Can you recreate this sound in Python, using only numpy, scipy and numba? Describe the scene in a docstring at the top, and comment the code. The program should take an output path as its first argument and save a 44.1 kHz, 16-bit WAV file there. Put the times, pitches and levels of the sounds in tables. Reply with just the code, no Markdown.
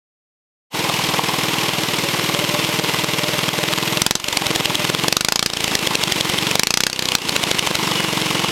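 """A kart engine idles close to the microphone, a double putt per cycle over valve clatter and fan rush.
It is a single-cylinder four-stroke on a pickup bed; its open pipe gulps and snaps at each exhaust stroke.
Three throttle blips make it bark with pressure waves and jet noise; late burns pop unevenly as it slows,
once as a backfire. Filter can, carburettor, clutch and bearing sing faintly behind it.
At this distance every bark drives the limiter, which ducks the clatter after it."""
import sys
import numpy as np
from scipy import signal
from scipy.fft import rfft, irfft, next_fast_len
from scipy.io import wavfile
from numba import njit

SR = 44100
rng = np.random.default_rng(int(sys.argv[2]) if len(sys.argv) > 2 else 0)


def inscribe(sig):
    """Save sig as 16-bit PCM at rate SR to the path in sys.argv[1].

    A 1-D sig is mono; a 2-D sig holds one channel per row.
    Samples are clipped to [-1, 1] before scaling.
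    """
    pcm = np.round(np.clip(np.atleast_2d(sig).T, -1, 1) * 32767)
    wavfile.write(sys.argv[1], SR, pcm.astype(np.int16))


N = 375291
TIME = np.arange(N) / SR
FIRST_STROKE_S, IDLE_HZ = 0.743, 20.2


def undb(db):
    """Decibels to gain."""
    return 10 ** (np.asarray(db) / 20)


def unit(x):
    """Scale to rms 1."""
    return x / np.std(x)


def curves(table, at):
    """Columns of a table, read at the given times."""
    times, *columns = np.transpose(table)
    return [np.interp(at, times, column) for column in columns]


def noise(spectrum):
    """Noise of rms 1, coloured by (pitch_hz, level_db) points."""
    hz, db = np.transpose(spectrum)
    size = next_fast_len(N)
    bins_hz = np.fft.rfftfreq(size, 1 / SR)
    gain = undb(np.interp(np.log(bins_hz + 1), np.log(hz), db))
    return unit(irfft(rfft(rng.standard_normal(size)) * gain, size)[:N])


def strikes(times, sizes):
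    """A train of single pulses."""
    return np.bincount(np.clip(times * SR, 0, N).astype(int), sizes, N + 1)[:N]


def shaped(train, shape):
    """Give every pulse a shape, a function of the seconds from its centre."""
    return signal.oaconvolve(train, shape(np.arange(-1500, 1501) / SR), "same")


def ring(x, modes):
    """Damped modes driven by x."""
    t = np.arange(SR // 4) / SR
    response = sum(undb(db) * np.sin(2 * np.pi * hz * t) * 1000 ** (-t / t60) for hz, t60, db in modes)
    return signal.oaconvolve(x, response)[:N]


def bell(t, width):
    """Gaussian bump of height 1."""
    return np.exp(-.5 * (t / width) ** 2)


def burst(t, rise, fall):
    """Envelope that swells quickly and dies away."""
    return np.where(t < 0, bell(t, rise), np.exp(-np.abs(t) / fall))


def scatter(times, spread_db):
    """A random size for each event."""
    return undb(spread_db * rng.standard_normal(len(times)))


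def singing(table, width_hz):
    """A narrow resonance driven by turbulence or rubbing: a tone that flutters."""
    hz, db = curves(table, TIME)
    flutter = noise([(1, 0), (width_hz, 0), (3 * width_hz, -20), (20 * width_hz, -70)])
    return undb(db) * unit(flutter * np.sin(2 * np.pi * np.cumsum(hz) / SR))


# Engine speed, two crank turns to a cycle: time_s, cycle_rate_hz
ENGINE_SPEED = [(0.74, 20.21), (1.25, 20.25), (2.14, 19.67), (2.75, 20.23), (3.4, 20.16), (3.9, 20.48),
                (4.24, 23.71), (4.61, 20.58), (4.98, 20.47), (5.14, 23.6), (5.42, 29.65), (5.95, 24.24),
                (6.25, 22.4), (6.52, 22.96), (6.83, 32.57), (7.05, 31.68), (7.19, 29.99), (7.53, 25.43),
                (8.0, 23.33), (8.5, 21.8)]

def octaves(at):
    """Engine speed in octaves above idle."""
    return np.log2(curves(ENGINE_SPEED, at)[0] / IDLE_HZ)


# Flywheel and fan tones, far down in the background: cycle_multiple, idle_level_db
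FLYWHEEL_TONES = [(8, -51.5), (16, -46.5)]

def flywheel_hum(cycles, db_per_octave=25):
    """Low tones locked to the crank rise and swell with the revs."""
    tones = sum(undb(db) * np.sin(2 * np.pi * multiple * cycles) for multiple, db in FLYWHEEL_TONES)
    return tones * undb(db_per_octave * octaves(TIME))


# Faint treble of the bearing: time_s, pitch_hz, level_db
BEARING_TONE = [(.7, 12620, -40), (3.9, 12330, -39), (5.0, 12450, -41), (8.5, 12870, -46)]

def bearing():
    """A spinning bearing gives off a thin sizzle."""
    return singing(BEARING_TONE, width_hz=600)


# Clutch drum, clearest near the end: time_s, pitch_hz, level_db
CLUTCH_TONE = [(.7, 2920, -47), (4.3, 2935, -48), (7.8, 2940, -60), (7.97, 2943, -24), (8.1, 2887, -35),
               (8.25, 2910, -32)]

def clutch():
    """The clutch drum sings as it drags."""
    return singing(CLUTCH_TONE, width_hz=11.8)


# Carburettor throat, behind the putts: time_s, pitch_hz, level_db
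THROAT_TONE = [(.7, 580, -68), (1.9, 590, -35), (2.15, 545, -37), (2.45, 592.5, -30.5), (3.2, 600, -35),
               (3.9, 608.6, -31.5), (4.15, 597.6, -36), (8.5, 618, -53)]

def carburettor():
    """Turbulent air sounds a hollow tone in the throat."""
    return singing(THROAT_TONE, width_hz=12.6)


# Air filter can, strongest while the microphone faces it: time_s, pitch_hz, level_db
FILTER_TONE = [(.7, 930, -28), (1.6, 940.6, -26), (2.1, 979, -34.5), (2.6, 939, -32), (8.5, 993, -32)]

def air_filter(strokes, period):
    """The filter can rings hollowly with every putt and hums a little in between."""
    kicks = strikes(strokes + 0.12 * period, scatter(strokes, spread_db=4.5))
    puffs = 0.35 + shaped(kicks, lambda t: burst(t, rise=0.0015, fall=0.007))
    return puffs / np.sqrt(np.mean(puffs ** 2)) * singing(FILTER_TONE, width_hz=167)


# Colour of fan rush and clatter, close to the block: pitch_hz, relative_db
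BLOCK_SPECTRUM = [(30, -29), (80, -10), (200, -4.5), (290, 6), (480, 2), (750, -1), (980, 1.5), (1500, -2),
                  (1800, -2), (2100, 3), (3100, 2.5), (5000, -3.5), (11000, -13), (16000, -25.5)]
# Ringing covers and clutch drum: pitch_hz, t60_s, relative_db
COVER_MODES = [(2017, 0.17, 0.5), (2140, 0.047, 5.5), (2747, 0.46, -4), (2925, 0.19, -3), (3265, 0.045, -8),
               (5294, 0.014, 14), (12700, 0.061, -4)]
# Valve gear and piston taps after the exhaust opens: delay_cycles, relative_db
VALVE_TAPS = [(0.412, -4), (.52, -5), (0.631, -6.5), (0.971, 3)]

def machinery(strokes, period, idle_db=0.88, db_per_octave=-1):
    """The fan rushes, loose parts rattle, and the valve gear taps the covers and shakes the bed."""
    taps = np.zeros(N)
    for delay, db in VALVE_TAPS:
        phase = delay + .004 * rng.standard_normal(len(strokes))
        taps += strikes(strokes + phase * period, undb(db) * scatter(strokes, spread_db=2))
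    loose_s = rng.uniform(0, N / SR, 3000)
    knocks = taps + .3 * strikes(loose_s, scatter(loose_s, spread_db=3))
    rattle = shaped(knocks, lambda t: burst(t, rise=0.00032, fall=0.0055)) * noise(BLOCK_SPECTRUM)
    exhaust_taps = strikes(strokes, 2 * scatter(strokes, spread_db=1.5))
    covers = ring(knocks + exhaust_taps, COVER_MODES)
    bed_drone = ring(taps, [(305, 0.19, 0.42), (353, 0.29, -2.4)])
    fan = undb(-25.5) * noise(BLOCK_SPECTRUM)
    clatter = undb(-26.5) * unit(rattle) + undb(-34.5) * unit(covers) + undb(-37.5) * unit(bed_drone)
    return undb(idle_db + db_per_octave * octaves(TIME)) * (fan + clatter)


def truck_bed(x, t60_s, wet_db):
    """Dense reflections off the bed and its canopy reach the microphone from 3 ms on."""
    t = np.arange(SR // 4) / SR
    response = rng.standard_normal(len(t)) * 1000 ** (-t / t60_s) * (t > .003)
    response = signal.sosfilt(signal.butter(1, 4000, fs=SR, output="sos"), response)
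    return x + undb(wet_db) * signal.oaconvolve(x, response / np.linalg.norm(response))[:N]


def suction(train, width, rebound):
    """A sharp pressure dip at the pipe mouth; the air rebounds around it, leaving no net flow."""
    return shaped(train, lambda t: width / rebound * bell(t, rebound) - bell(t, width))


# Gas jet of a soft firing, close to the pipe mouth: pitch_hz, relative_db
SOFT_JET_SPECTRUM = [(100, -39), (500, 12), (1000, -10.5), (1500, -0.5), (2200, 2), (3200, 12), (5000, 0),
                     (7500, -2.5), (12000, -11), (16000, -21)]
# Boom of the pipe and the pickup bed under it: pitch_hz, t60_s, relative_db
BOOM_MODES = [(104.6, 0.079, -23.5), (148, 0.038, -21.5), (198, 0.03, -39.5), (267, 0.073, -24.5),
              (319, 0.095, -23.5), (359.8, 0.24, -37), (447, 0.13, -28.5), (993, 0.027, -22.5)]
# Snap that ends each putt, at idle speed with the throttle shut: time_s, relative_db
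SNAP_LEVEL = [(.7, -6.5), (2.0, -5.5), (3.8, 4.5), (8.5, -1)]

def putts(strokes, period, popped):
    """The pipe gulps as the exhaust valve opens and snaps back a quarter turn later; both hiss."""
    revs = octaves(strokes)
    gulp_size = undb(-1.5 * revs) * scatter(strokes, spread_db=0.73)
    snap_db = curves(SNAP_LEVEL, strokes)[0] - 11.5 * revs - 18 * throttle(strokes)
    # a cycle that pops leaves little vacuum in the cylinder, so the engine lopes
    vacuum = undb(-12.5 * popped)
    gulp = strikes(strokes, gulp_size * vacuum)
    snap_s = strokes + (.137 + .002 * rng.standard_normal(len(strokes))) * period
    snap = strikes(snap_s, undb(snap_db) * vacuum * scatter(strokes, spread_db=3.5))
    pressure = 0.54 * suction(gulp, width=0.0011, rebound=0.002)
    pressure += 0.16 * suction(snap, width=0.00059, rebound=0.004)
    boom = ring(gulp + .3 * snap, BOOM_MODES)
    # the narrow pipe mouth radiates little deep bass from these gentle pulses
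    thump = signal.sosfiltfilt(signal.butter(1, 90, "high", fs=SR, output="sos"), pressure + boom)
    click = 0.63 * suction(snap, width=.0001, rebound=0.00026)
    hiss = 0.13 * shaped(strikes(strokes, gulp_size), lambda t: burst(t, rise=0.0001, fall=0.005))
    hiss += 0.14 * shaped(snap, lambda t: burst(t, rise=0.00041, fall=0.0022))
    return thump + click + hiss * noise(SOFT_JET_SPECTRUM)


# Throttle blips: start_s, length_s, rise_s, bark_db (wide open at idle speed)
THROTTLE_BLIPS = [(3.889, .28, 0.23, 5), (4.93, .55, 0.24, -1), (6.388, .49, 0.24, -0.5)]

def throttle(at):
    """Throttle opening 0-1: each blip is squeezed open, then let go at once."""
    return sum(np.clip((at - start) / rise, 0, 1) ** 2 * (at < start + length)
               for start, length, rise, _ in THROTTLE_BLIPS)


# Runs of pops as the engine slows: start_s, length_s, step_cycles, first_db, last_db, lag_s
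POP_RUNS = [(4.18, .215, 1, -8.5, -9.5, 0.00275), (4.44, .35, 2, -9, -9.5, 0.0078),
            (5.48, .215, 1, -8.5, -10, 0.0047), (5.73, .08, 1, -7, -10.5, 0.0035),
            (5.85, .56, 2, -8.5, -12.5, 0.006), (6.88, .355, 1, -6, -12, 0.0009683),
            (7.27, .51, 2, -8.5, -10, 0.007)]

def firings(strokes, bark_db_per_octave=7, backfire_s=7.152, backfire_db=-1.5):
    """Size of each bang and its lag after the exhaust opens: barks on the throttle, late pops off it."""
    size, lag = np.zeros((2, len(strokes)))
    for start, length, _, bark_db in THROTTLE_BLIPS:
        on = (strokes > start) & (strokes < start + length)
        size[on] = throttle(strokes[on]) * undb(bark_db + bark_db_per_octave * octaves(strokes[on]))
    for start, length, step, first_db, last_db, lag_s in POP_RUNS:
        run = np.flatnonzero((strokes > start) & (strokes < start + length))[::step]
        size[run] = undb(np.linspace(first_db, last_db, len(run)))
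        lag[run] = lag_s
    size[np.argmin(np.abs(strokes - backfire_s))] = undb(backfire_db)
    return size * scatter(strokes, spread_db=1.08), lag


# Gas jet of a full-throttle firing, close to the pipe mouth: pitch_hz, relative_db
HARD_JET_SPECTRUM = [(100, -75), (500, -10), (1000, -2), (2000, -1), (3200, 1.5), (5000, 3), (7000, -2.5),
                     (9000, -9), (13000, -14.5), (16000, -33)]

def barks(times, sizes):
    """Each bang sends out a pressure wave and a few milliseconds of jet noise, brighter when harder."""
    hardness = np.clip((20 * np.log10(sizes) + 10.5) / 11, 0, 1)
    soft = strikes(times, sizes * np.sqrt(1 - hardness))
    hard = strikes(times - .0008, sizes * np.sqrt(hardness))
    pop = shaped(soft, lambda t: 1.14 * bell(t, .0012) + 0.094 * burst(t, rise=0.0015, fall=0.0023))
    # at full throttle the jet breaks out at once and lasts about three milliseconds
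    crack = 2.0 * shaped(hard, lambda t: np.where(t < 0, bell(t, 0.00038), bell(t, 0.0017)))
    tail = 0.38 * shaped(hard, lambda t: burst(t, rise=0.0006, fall=0.011))
    jet = pop * noise(SOFT_JET_SPECTRUM) + (crack + tail) * noise(HARD_JET_SPECTRUM)
    # the pressure rises first, then swings below zero while the pipe empties
    blow = strikes(times - .0012, sizes * (.35 + .65 * hardness))
    wave = shaped(blow, lambda t: 0.56 * bell(t + 0.00034, 0.00022) - 0.57 * bell(t - .0012, 0.00084))
    # a hard wave steepens into a shock front on its way down the pipe
    shock = shaped(hard, lambda t: 1.8 * bell(t + 0.0003, 0.000093) - 0.61 * bell(t - .0002, 0.00018))
    # a late, soft burn also heaves the air slowly: the low whump of the lope
    whump = 0.38 * suction(soft, width=0.0011, rebound=0.0027)
    return jet + wave + shock + whump + 0.081 * ring(blow, BOOM_MODES)


def scene():
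    """The engine on the pickup bed at one close microphone, one exhaust stroke every two crank turns."""
    cycles = np.cumsum(curves(ENGINE_SPEED, TIME)[0]) / SR
    cycles -= np.interp(FIRST_STROKE_S, TIME, cycles)
    strokes = np.interp(np.arange(int(cycles[-1]) + 1), cycles, TIME)
    period = 1 / curves(ENGINE_SPEED, strokes)[0]
    bang, lag = firings(strokes)
    fired = bang > 0
    pipe = putts(strokes, period, popped=lag > 0) + barks((strokes + lag)[fired], bang[fired])
    exhaust = truck_bed(pipe, t60_s=0.079, wet_db=-17.5)
    tones = carburettor() + clutch() + flywheel_hum(cycles) + bearing()
    return (exhaust + machinery(strokes, period) + air_filter(strokes, period) + tones)[None]


@njit
def follow(x, attack_s, release_s):
    """Peak follower."""
    envelope, level = np.empty(len(x)), 0.
    for i in range(len(x)):
        peak = abs(x[i])
        level += (peak - level) / (SR * (attack_s if peak > level else release_s) + 1)
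        envelope[i] = level
    return envelope


def limiter(x, threshold, ratio, lag_s):
    """The gain drops late and recovers slowly, so the first milliseconds of a bark slip past."""
    envelope = follow(x[0], attack_s=0.00029, release_s=0.063)
    delayed = np.pad(envelope, (int(lag_s * SR), 0))[:N]
    return x / np.maximum(delayed / threshold, 1) ** (1 - 1 / ratio)


def record(dry):
    """After the microphone: bass cut, limiter, overload on the peaks, fade-in and treble cut-off."""
    thin = signal.sosfilt(signal.butter(1, 30, "high", fs=SR, output="sos"), dry)
    limited = limiter(thin, threshold=0.32, ratio=4.8, lag_s=.0021)
    clipped = limited / (1 + (limited / .64) ** 6) ** (1 / 6)
    fade = np.clip((TIME - .7) / 0.058, 0, 1) ** 2
    return signal.sosfilt(signal.ellip(8, .2, 70, 15900, fs=SR, output="sos"), clipped * fade)


dry = scene()
out = record(dry)
inscribe(out)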